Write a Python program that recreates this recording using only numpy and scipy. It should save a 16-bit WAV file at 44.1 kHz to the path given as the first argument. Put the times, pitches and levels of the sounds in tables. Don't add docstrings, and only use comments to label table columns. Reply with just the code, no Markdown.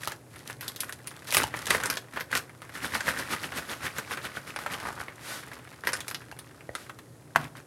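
import sys
import numpy as np
from scipy import signal
from scipy.fft import rfft, irfft, next_fast_len
from scipy.io import wavfile

SR = 44100
rng = np.random.default_rng(int(sys.argv[2]) if len(sys.argv) > 2 else 0)


def wrap_up_sound(samples):
    columns = np.atleast_2d(samples).T
    tamed = np.clip(columns, -1, 1)
    steps = np.round(tamed * 32767).astype(np.int16)
    wavfile.write(sys.argv[1], SR, steps)


N = 337806


def amp(db):
    return 10 ** (np.asarray(db) / 20)


def unit(x):
    return x / np.sqrt(np.mean(x ** 2) + 1e-20)


def along(points, hz):
    freqs, values = np.transpose(points)
    return np.interp(np.log(hz + 1), np.log(freqs), values)


def coloured(x, spectrum):
    size = 4096
    gains = amp(along(spectrum, np.fft.rfftfreq(size, 1 / SR)))
    cepstrum = irfft(np.log(gains))
    cepstrum[1:size // 2] *= 2
    cepstrum[size // 2 + 1:] = 0
    return signal.fftconvolve(x, irfft(np.exp(rfft(cepstrum))))[:len(x)]


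def add(track, s, sound):
    start = max(0, round(s * SR))
    track[start:start + len(sound)] += sound[:max(0, N - start)]


def ring(t, hz, t60, attack):
    return np.sin(2 * np.pi * hz * t) * amp(-60 * t / t60) * (1 - np.exp(-t / attack))


def swell(t, s, width):
    return np.exp(-.5 * np.minimum(((t - s) / width) ** 2, 60))


def presses(rows, grip_db_per_s=900, relax_db_per_s=404):
    t = np.arange(N) / SR
    level = np.full(N, -140.0)
    for s, hold, db in rows:
        drop_db = np.maximum(grip_db_per_s * (s - t), relax_db_per_s * (t - s - hold))
        level = np.maximum(level, db - np.maximum(drop_db, 0))
    return amp(level)


def hush(spectrum):
    return unit(coloured(rng.standard_normal(N), spectrum))


def grains(rate, hz, octaves, cycles):
    when, tuning, size = np.hsplit(rng.random((int(rate * N / SR), 3)), 3)
    pitch = hz * 2 ** (octaves * (tuning - .5))
    samples = np.arange(SR // 100)
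    taps = size ** 3 * ring(samples / SR, pitch, cycles / pitch, attack=.0003)
    places = (when * N).astype(int) + samples
    return unit(np.bincount(places.ravel(), taps.ravel(), N)[:N])


def crackle(spectrum, rate, life, smooth):
    ticks = (rng.random(N) < rate / SR) * rng.random(N) ** 4
    power = signal.lfilter([1], [1, -np.exp(-1 / (life * SR))], ticks)
    gain = np.sqrt(power / power.mean() + smooth ** 2)
    return unit(coloured(rng.standard_normal(N) * gain, spectrum))


# f/Hz, level/dB
KITCHEN_COLOUR = [(40, -33), (65, -9), (140, 2.5), (200, -10), (300, -5), (560, -11.5), (2800, -31.5),
                  (11000, -28), (15800, -44)]
def background():
    hum = amp(-59.5) * unit(np.sin(2 * np.pi * 120 * np.arange(N) / SR))
    return hum + amp(-52.5) * hush(KITCHEN_COLOUR)


# f/Hz, t/s
ECHO_FADE = [(150, 0.53), (3000, 0.19), (14000, 0.24)]
def kitchen_echo(x, delay_s=0.0048):
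    hz, t, noise = signal.stft(rng.standard_normal(SR // 2), SR, nperseg=256)
    fade = amp(-60 * t / along(ECHO_FADE, hz)[:, None])
    tail = signal.istft(noise * fade, SR, nperseg=256)[1]
    delayed = np.pad(x, (int(delay_s * SR), 0))
    return signal.fftconvolve(delayed, tail / np.linalg.norm(tail))[:N]


# f/Hz, level/dB
HEAP_COLOUR = [(40, -32), (75, 4.5), (150, 3.5), (300, 5.5), (800, -37.5)]
def rumble(db):
    return amp(db) * hush(HEAP_COLOUR)


# f/Hz, level/dB
FILM_COLOUR = [(1200, -12.5), (2500, 2), (3500, 5), (5000, 3.5), (7700, -0.5), (9500, 1.5), (12000, 0),
               (13500, -8.5), (15800, -17)]
HOLLOW_COLOUR = [(120, -12.5), (520, 5), (720, 1.5), (1150, 6), (1490, 7), (1640, 5.5), (1820, 7),
                 (2650, -1), (7000, -26)]
# middle t/s, half-width t/s, level/dB
FILM_SLIDES = [(5.321, 0.058, -41), (6.81, 0.044, -53)]
def sliding():
    t = np.arange(N) / SR
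    gain = sum(amp(db) * swell(t, s, width) for s, width, db in FILM_SLIDES)
    return gain * (hush(FILM_COLOUR) + amp(-0.5) * (hush(HOLLOW_COLOUR) + rumble(-17)))


# start t/s, hold t/s, level/dB
PASTA_STIRS = [(7.385, 0.068, -43), (7.565, 0.021, -48)]
def stirring():
    squelch = crackle(HOLLOW_COLOUR, rate=240, life=.0009, smooth=0.84)
    clicks = crackle(FILM_COLOUR, rate=200, life=0.00058, smooth=0.74)
    return presses(PASTA_STIRS) * (squelch + amp(-7.5) * clicks + rumble(-1))


# t/s, level/dB
CHEESE_FALL = [(2.6, -87), (3, -65), (4.55, -60), (4.8, -42), (4.88, -33), (4.95, -49), (5.008, -36),
               (5.15, -76), (5.6, -100)]
def patter():
    gain = amp(np.interp(np.arange(N) / SR, *np.transpose(CHEESE_FALL)))
    pats = grains(rate=800, hz=1330, octaves=0.46, cycles=3.2)
    ticks = crackle(FILM_COLOUR, rate=150, life=0.00055, smooth=0.79)
    return gain * (pats + amp(-10) * ticks + rumble(-15))


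# t/s, level/dB, f/Hz
BAG_BUMPS = [(.074, -24, 890), (1.372, -15.5, 810), (1.439, -13.5, 890), (1.747, -23, 497),
             (6.325, -30, 830), (6.692, -22.5, 573)]
def bumps():
    out, t = np.zeros(N), np.arange(SR // 8) / SR
    thud = amp(-14.5) * ring(t, 118, 0.1, 0.0036)
    for s, db, hz in BAG_BUMPS:
        knock = ring(t, hz, 0.014, 0.0001) + 0.63 * ring(t, hz * 3.3, 0.015, 0.0006)
        add(out, s, amp(db) * (knock + thud))
    return out


# f/Hz, level/dB, t/s to fade by 60 dB
PAN_TONES = [(150.6, -36.5, 0.64), (250, -34, 0.081), (660, -21.5, 0.047), (1130, -10.5, 0.028),
             (1530, -25, 0.039), (2070, -15.5, 0.029), (3070, -14.5, 0.014)]
# t/s, level/dB
PAN_KNOCKS = [(7.35, -29), (7.3593, 0.5), (7.553, -32)]
def spatula(clack_hz=1420, clack_half_s=0.00052):
    out, t = np.zeros(N), np.arange(SR // 2) / SR
    from_peak = t - .0009
    pulse = np.exp(-np.abs(from_peak / clack_half_s) ** 1.5)
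    clack = amp(-1.5) * np.cos(2 * np.pi * clack_hz * from_peak) * pulse
    onset = 1 - np.exp(-(t / .0015) ** 2)
    tones = sum(amp(db - 60 * t / t60) * np.sin(2 * np.pi * hz * t) for hz, db, t60 in PAN_TONES)
    for s, db in PAN_KNOCKS:
        crack = amp(-26) * coloured(burst(t, t60=0.044), FILM_COLOUR)
        crunch = amp(-14) * coloured(burst(t, t60=0.05), HOLLOW_COLOUR)
        add(out, s, amp(db) * (clack + onset * tones + crack + crunch))
    return out


def burst(t, t60):
    return rng.standard_normal(len(t)) * amp(-60 * t / t60)


# t/s, level/dB
LOOSE_HOLD = [(0, -70), (1.2, -55.5), (1.5, -51), (2.1, -61), (2.6, -63.5), (5.1, -54.5), (5.45, -50.5),
              (5.85, -57), (6.25, -59), (7.3, -69)]
# start t/s, hold t/s, hiss level/dB, flexing level/dB
BAG_SQUEEZES = [(0.01, .11, -46, -48), (0.317, 0.11, -56.5, -56), (0.466, 0.05, -46.5, -47.5),
                (0.626, 0.076, -45, -45.5), (0.805, 0.081, -53, -49.5), (1.077, 0.2, -58, -72),
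                (1.278, 0.12, -38, -48), (1.365, 0.067, -34, -30), (1.545, 0.16, -44.5, -42),
                (1.702, 0.052, -29, -27), (1.801, 0.15, -44.5, -39), (2.142, 0.055, -47, -41.5),
                (2.328, 0.034, -34.5, -33), (2.628, 0.0063, -56, -49), (5.52, .04, -55.5, -50.5),
                (5.857, 0.13, -46, -43), (6.075, .025, -46.5, -53)]
def handling():
    held = amp(np.interp(np.arange(N) / SR, *np.transpose(LOOSE_HOLD)))
    hiss = presses([(s, hold, db) for s, hold, db, _ in BAG_SQUEEZES])
    flex = presses([(s, hold, db) for s, hold, _, db in BAG_SQUEEZES])
    return np.hypot(hiss, amp(-5.5) * held), np.hypot(flex, held)


def rustle(hiss, flex):
    film = crackle(FILM_COLOUR, rate=140, life=0.00078, smooth=0.54)
    hollow = crackle(HOLLOW_COLOUR, rate=150, life=0.001, smooth=0.68)
    return hiss * film + flex * (hollow + rumble(-9.5))


# t/s, hiss level/dB
WRIST_SHAKES = [(2.763, -49.5), (2.848, -40), (2.956, -39), (3.088, -36), (3.198, -40.5), (3.327, -37),
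                (3.445, -43.5), (3.579, -40), (3.715, -41.5), (3.854, -40.5), (3.984, -44), (4.125, -43),
                (4.253, -46), (4.368, -49.5), (4.493, -49), (4.618, -51.5), (4.731, -42.5)]
def strokes(emptying_db_per_s=0.5):
    t = np.arange(SR // 2) / SR
    middle = t.mean()
    throw = swell(t, middle, width=0.016)
    settling = amp(-14) * swell(t, middle, width=0.07)
    swish, tumble = np.zeros((2, N))
    for s, db in WRIST_SHAKES:
        hollow_db = 3.5 + emptying_db_per_s * (s - WRIST_SHAKES[0][0])
        add(swish, s - middle, amp(db) * (throw + settling))
        add(tumble, s - middle, amp(db + hollow_db) * (throw + settling))
    return swish, tumble


def shaking(swish, tumble):
    shreds = crackle(HOLLOW_COLOUR, rate=450, life=0.0014, smooth=1.0) + rumble(-8)
    flicks = amp(-5) * grains(rate=120, hz=2740, octaves=1.91, cycles=11)
    film = crackle(FILM_COLOUR, rate=740, life=0.00014, smooth=1.4)
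    return swish * film + tumble * (shreds + flicks)


def small_creases(hiss, flex, per_s=22, scatter_db=5):
    when, size, jitter = rng.random((int(per_s * N / SR), 3)).T
    at = (when * N).astype(int)
    size_db = scatter_db * (jitter - 1 - np.log(size + .01))
    crack_db = np.minimum(20 * np.log10(hiss[at]) + 10 + size_db, -30)
    flex_db = np.minimum(20 * np.log10(flex[at]) - 6 + size_db, -44)
    return list(zip(at / SR, crack_db, flex_db))


# f/Hz, added level/dB
TIGHT_FILM = [(2500, 1), (6000, 0), (9500, 5), (15000, 5.5)]
# t/s, crack peak level/dB, flexing rms level/dB
BIG_CREASES = [(.0745, -16.5, -39), (.1205, -28, -45), (.609, -27.5, -63), (.6807, -16, -61),
               (.7613, -26, -55), (.8045, -18, -59), (.9248, -21.5, -49.5), (1.0725, -22, -52),
               (1.3245, -13.5, -36.5), (1.3403, -10.5, -55), (1.3465, -7, -33), (1.3689, -5, -28.5),
               (1.3788, -13, -42), (1.5403, -45, -37.5), (1.5723, -33, -47), (1.6683, -17.5, -42),
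               (1.707, -13.5, -27.5), (1.7474, -26, -34), (1.8365, -15, -37.5), (1.8582, -12, -40),
               (1.9009, -10.5, -39), (1.971, -19.5, -40.5), (2.172, -42, -37.5), (2.2074, -24.5, -40),
               (2.3283, -32, -33.5), (2.3555, -20, -35), (2.374, -12.5, -42), (2.619, -31.5, -50.5),
               (2.9507, -22, -34), (3.0065, -23, -37.5), (3.08, -41, -32.5), (3.8658, -26, -38.5),
               (3.9843, -19.5, -39.5), (4.1096, -39, -41.5), (4.1731, -31, -41), (4.37, -35, -42),
               (4.5617, -24.5, -39.5), (4.6625, -31, -36), (4.801, -28, -47), (5.0829, -61, -45),
               (5.8372, -35, -43.5), (5.8721, -14.5, -30.5), (5.8896, -24.5, -38.5), (5.9326, -14.5, -38.5),
               (6.0053, -22.5, -50), (6.0817, -18.5, -46), (6.1457, -20, -48), (6.218, -44, -54),
               (6.3147, -34.5, -51.5), (6.3899, -26.5, -56), (6.752, -19.5, -40.5), (6.8953, -37, -46),
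               (6.9882, -36.5, -54.5)]
def snaps(small, opened_s=1.6, panel_hz=1692):
    out, t = np.zeros(N), np.arange(SR // 16) / SR
    crack_t60, shiver_t60 = 0.002, 0.068
    first = amp(-60 * t / crack_t60)
    shiver = amp(-10.5 - 60 * t / shiver_t60)
    for s, crack_db, flex_db in BIG_CREASES + small:
        hz = panel_hz * 2 ** (0.19 * rng.standard_normal())
        later = t - 0.0067 * (.5 + rng.random())
        second = (later > 0) * amp(-10 - 60 * abs(later) / crack_t60)
        colour = [(f, db + (s < opened_s) * along(TIGHT_FILM, f) + 4.5 * rng.standard_normal())
                  for f, db in FILM_COLOUR]
        crack = coloured(rng.standard_normal(len(t)) * (first + second + shiver), colour)
        hollow = coloured(burst(t, t60=0.061), HOLLOW_COLOUR)
        folds = (t == 0) + .1 * burst(t, t60=.03)
        panel = signal.fftconvolve(folds, ring(t, hz, t60=0.01, attack=0.00016))[:len(t)]
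        body = unit(unit(panel) + unit(hollow))
        add(out, s, amp(crack_db) * crack / abs(crack).max() + amp(flex_db) * body)
    return out


def scene():
    hiss, flex = handling()
    swish, tumble = strokes()
    pan = spatula() + stirring()
    bag = rustle(hiss, flex) + sliding() + shaking(swish, tumble) + patter() + bumps()
    bag += snaps(small_creases(hiss + swish, flex + tumble))
    echo = kitchen_echo(amp(-12) * bag + amp(-15.5) * pan)
    return (bag + pan + echo + background())[None]


def record(dry, low_hz=53, top_hz=15900):
    dry = signal.sosfilt(signal.butter(6, low_hz, "high", fs=SR, output="sos"), dry)
    size = next_fast_len(N + SR // 2)
    kept = np.fft.rfftfreq(size, 1 / SR) < top_hz
    return irfft(rfft(dry, size) * kept, size)[..., :N]


dry = scene()
out = record(dry)
wrap_up_sound(out)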